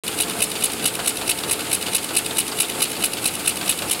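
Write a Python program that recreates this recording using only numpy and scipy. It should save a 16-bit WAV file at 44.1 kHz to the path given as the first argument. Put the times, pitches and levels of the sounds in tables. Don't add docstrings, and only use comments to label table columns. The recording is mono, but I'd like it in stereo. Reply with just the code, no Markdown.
import sys
import numpy as np
from scipy import signal
from scipy.fft import rfft, irfft
from scipy.io import wavfile

SR = 44100
rng = np.random.default_rng(int(sys.argv[2]) if len(sys.argv) > 2 else 0)


def generate_wav(signal):
    frames = np.transpose(np.atleast_2d(signal))
    scaled = np.clip(frames, -1, 1) * 32767
    pcm = np.round(scaled).astype(np.int16)
    wavfile.write(sys.argv[1], SR, pcm)


N = 176400
TIME = np.arange(N) / SR
FIRST_STATION_S, CYCLE_S = .203, .2182
STATIONS_S = FIRST_STATION_S + CYCLE_S * np.arange(-1, 18)


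def from_db(db):
    return 10 ** (np.asarray(db) / 20)


def drift(rate):
    step, settle = 20, 2000
    pole = np.exp(-2 * np.pi * rate * step / SR)
    noise = rng.standard_normal(N // step + settle + 2)
    slow = signal.lfilter([1], [1, -2 * pole, pole * pole], noise)[settle:]
    return np.interp(np.arange(N) / step, np.arange(len(slow)), slow / slow.std())


def shaped_noise(envelope, spectrum, size=8192):
    hz, db = np.transpose(spectrum)
    grid_hz = np.maximum(np.arange(size // 2 + 1) * SR / size, 1)
    shape_db = np.interp(np.log(grid_hz), np.log(hz), db)
    cepstrum = irfft(np.log(from_db(shape_db)))
    cepstrum[1:size // 2] *= 2
    cepstrum[size // 2 + 1:] = 0
    response = irfft(np.exp(rfft(cepstrum)))
    source = envelope * rng.standard_normal(N)
    return signal.oaconvolve(source, response / np.linalg.norm(response))[:N]


def impact_envelope(times, db, decay_s):
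    power = np.zeros(N)
    heard = (times > 0) & (times < (N - 1) / SR)
    np.add.at(power, (times[heard] * SR).astype(int), from_db(db[heard]) ** 2)
    return np.sqrt(signal.lfilter([1], [1, -np.exp(-2 / (decay_s * SR))], power + 1e-18))


# frequency_hz, gain_db
RUMBLE_SPECTRUM = [(20, -73), (35, -43), (46, -16.5), (70, -6.5), (82, -19.5), (105, -6), (128, -1),
                   (150, -5), (178, -1.5), (220, 0), (275, -0.5), (302, 3.5), (365, 0.5), (450, -3),
                   (520, -1), (620, -8), (700, -1), (770, -5.5), (840, -5), (950, -10), (1300, -7.5),
                   (1900, -15), (3500, -36)]
# centre_s, level_db
CAROUSEL_THUDS = [(0.282, -30.5), (.385, -29.5), (.835, -31), (1.234, -32.5), (1.476, -30.5),
                  (2.789, -32.5), (3.006, -34), (3.858, -34)]

def carousel(level_db=-34.5, swing_db=3, thud_width_s=.023):
    load = ((TIME - FIRST_STATION_S) / CYCLE_S % 1) ** 2
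    rumble = from_db(level_db + swing_db * load)
    thuds = sum(from_db(db) * np.exp(-.5 * ((TIME - s) / thud_width_s) ** 2) for s, db in CAROUSEL_THUDS)
    return shaped_noise(np.hypot(rumble, thuds), RUMBLE_SPECTRUM)


# frequency_hz, gain_db
LEAK_SPECTRUM = [(900, -14), (1850, -5.5), (2130, 1), (2680, 2), (3200, -0.5), (4050, -1), (4600, -3),
                 (5200, -4), (5800, -10), (6700, -4), (7800, -1), (8800, 2), (9450, 2.5), (10600, -1),
                 (11200, -3.5), (12500, -3.5), (14000, -9), (15600, -14.5)]

def air_leak(level_db=-31.5, flutter_db=1):
    return shaped_noise(from_db(level_db + flutter_db * drift(31)), LEAK_SPECTRUM)


# pitch_hz, rms_level_db
HUM_TONES = [(47, -61), (92, -53), (178, -50.5), (888.2, -49)]
# time_s, rms_level_db
WHINE_LEVELS = [(.3, -41.5), (1.75, -42.5), (2.1, -48), (2.35, -42), (3.05, -43), (3.6, -52), (3.9, -43)]

def motors(whine_hz=433.3, waver_db=3.5, wander_rad=.42):
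    tones = [(hz, db + waver_db * drift(4.5)) for hz, db in HUM_TONES]
    tones.append((whine_hz, np.interp(TIME, *np.transpose(WHINE_LEVELS))))
    return sum(np.sqrt(2) * from_db(db) * np.sin(2 * np.pi * hz * TIME + wander_rad * drift(2.6))
               for hz, db in tones)


# delay_s, length_s, hiss_db, pipe_db
STATION_PUFFS = [(-.0345, .013, -32, -34), (-.017, .005, -21.3, -22.2), (-.0017, .009, -14.5, -20.3),
                 (.013, .0098, -19.2, -26.5), (.0803, .0028, -27.3, -29.5), (.093, .0046, -24, -24.2)]
# frequency_hz, gain_db
JET_SPECTRUM = [(5600, -31), (6600, -12.5), (7100, -15.5), (7830, -6.5), (8100, -6), (8740, -1.5),
                (9100, -7), (9520, -0.5), (9780, -6), (10100, -2), (10600, 1.5), (11300, -5), (12200, -10),
                (13600, -21), (15600, -17)]
# frequency_hz, gain_db
PIPE_SPECTRUM = [(1200, -37), (1900, -19), (2300, -10), (2640, -1.5), (2780, -8.5), (2940, 2.5),
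                 (3250, -22.5), (3550, -6.5), (3900, -3.5), (4300, -8), (4620, -17.5), (4820, -4.5),
                 (5170, -23), (5430, -6.5), (5700, -21), (5950, -7), (6400, -33), (8000, -43)]

def exhaust(attack_s=.003, release_s=.0016, jitter_s=.00025, spread_db=.8, sputter_db=1, accent_db=.8):
    hiss, pipes = np.zeros((2, N))
    for k, (delay, length, hiss_db, pipe_db) in enumerate(STATION_PUFFS):
        is_last = k == len(STATION_PUFFS) - 1
        for n, station in enumerate(STATIONS_S):
            accent = accent_db * (-1) ** n if is_last else 0
            shift, hiss_dip, pipe_dip = rng.standard_normal(3) * [jitter_s, spread_db, spread_db]
            start = station + delay + shift
            near = slice(*np.searchsorted(TIME, [start - 2 * attack_s, start + length + 10 * release_s]))
            t = TIME[near] - start
            opening = np.clip(.5 + .5 * t / attack_s, 0, 1)
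            flow = opening * np.exp(-np.maximum(t - length, 0) / release_s)
            hiss[near] += flow * from_db(hiss_db + accent - hiss_dip)
            pipes[near] += flow * from_db(pipe_db + accent - pipe_dip)
    sputter = from_db(-sputter_db * drift(360))
    return shaped_noise(hiss * sputter, JET_SPECTRUM) + shaped_noise(pipes * sputter, PIPE_SPECTRUM)


# delay_s, clink_db, clunk_db
LIGHT_KNOCKS = [(.028, -26.5, -38.5), (0.044, -41, -35.5), (.104, -33, -35), (.133, -30.5, -44),
                (0.143, -31.5, -35.5), (.158, -57, -53), (0.191, -49, -38)]
# start_s, clink_db, clunk_db
LOUD_KNOCKS = [(.282, -32, -43), (.305, -30, -34), (.553, -25.5, -34), (.699, -28, -31.5), (.795, -27, -37),
               (.991, -28.5, -25), (1.216, -30.5, -30), (1.436, -25, -31), (1.592, -27, -31),
               (1.666, -28, -36), (1.865, -24.5, -32), (1.883, -25, -33), (2.106, -29, -29),
               (2.309, -32, -29.5), (2.517, -36, -31.5), (2.751, -30, -32), (3.17, -27, -42),
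               (3.611, -29.5, -30), (3.821, -25, -30)]
# frequency_hz, gain_db
STEEL_SPECTRUM = [(1500, -19), (2500, -1.5), (2950, -1), (3200, -2), (3600, -2), (4000, -4.5), (4500, -1.5),
                  (5000, -8.5), (5800, -13), (8000, -9.5), (12000, -18), (15500, -20)]
# frequency_hz, gain_db
FRAME_SPECTRUM = [(200, -17.5), (500, -1), (800, -0.5), (1000, -4.5), (1300, 0), (1600, -2), (1900, -9),
                  (2600, -18.5), (5000, -36)]

def clatter(gain_db=1.5, jitter_s=.004, spread_db=2.2):
    light = np.array([(station + delay, clink_db, clunk_db)
                      for station in STATIONS_S for delay, clink_db, clunk_db in LIGHT_KNOCKS])
    light += rng.standard_normal(light.shape) * [jitter_s, spread_db, spread_db]
    times, clink_db, clunk_db = np.vstack([LOUD_KNOCKS, light]).T
    clinks = impact_envelope(times, clink_db + gain_db, decay_s=.011)
    clunks = impact_envelope(times, clunk_db + gain_db, decay_s=.015)
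    return shaped_noise(clinks, STEEL_SPECTRUM) + shaped_noise(clunks, FRAME_SPECTRUM)


def steel_rings(times, hz, db, decay_s, attack_s=.0012, rattle_rad=1.4):
    rings = np.zeros(N)
    rattle = rattle_rad * drift(220)
    for start, pitch, level in zip(times, hz, db):
        near = slice(*np.searchsorted(TIME, [start, start + 8 * decay_s]))
        t = TIME[near] - start
        envelope = (1 - np.exp(-t / attack_s)) * np.exp(-t / decay_s)
        rings[near] += from_db(level) * envelope * np.sin(2 * np.pi * pitch * t + rattle[near])
    return rings


# pitch_hz, level_db
VALVE_RINGS = [(3840, -12), (2980, -14), (2900, -18), (2950, -9), (2860, -14), (2570, -10.5), (2660, -11.5),
               (2530, -21), (3840, -16), (3940, -34), (2920, -17), (2860, -25), (2870, -24), (2920, -8),
               (3910, -31), (2660, -9), (3980, -28), (2930, -10)]

def valve_snaps(lead_s=.0022, jolt_db=-30.5, ring_gain_db=-.5):
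    times = STATIONS_S[1:] - lead_s
    hz, db = np.transpose(VALVE_RINGS)
    jolts = impact_envelope(times, np.full(len(times), jolt_db), decay_s=.009)
    return shaped_noise(jolts, FRAME_SPECTRUM) + steel_rings(times, hz, db + ring_gain_db, decay_s=.0036)


# start_s, pitch_hz, level_db
GRIPPER_PINGS = [(.455, 5240, -26), (2.307, 3640, -20), (2.515, 4750, -23), (2.646, 3600, -21)]

def gripper_pings():
    return steel_rings(*np.transpose(GRIPPER_PINGS), decay_s=.0072)


def hall(sound, level_db=-16, t60_s=.13, delay_s=.0033):
    t = TIME[:SR]
    tail = rng.standard_normal(SR) * from_db(-60 * t / t60_s) * (t > delay_s)
    return from_db(level_db) * signal.fftconvolve(sound, tail / np.linalg.norm(tail))[:N]


def scene():
    strokes = exhaust() + valve_snaps() + clatter() + gripper_pings()
    mono = strokes + hall(strokes) + carousel() + air_leak() + motors()
    return np.array([mono, mono])


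def record(dry):
    start_s, low_hz, high_hz = .036, 38, 15800
    high_pass = signal.butter(6, low_hz, "high", fs=SR, output="sos")
    low_pass = signal.ellip(12, .1, 80, high_hz, fs=SR, output="sos")
    return signal.sosfilt(low_pass, signal.sosfilt(high_pass, dry * (TIME > start_s)))


dry = scene()
out = record(dry)
generate_wav(out)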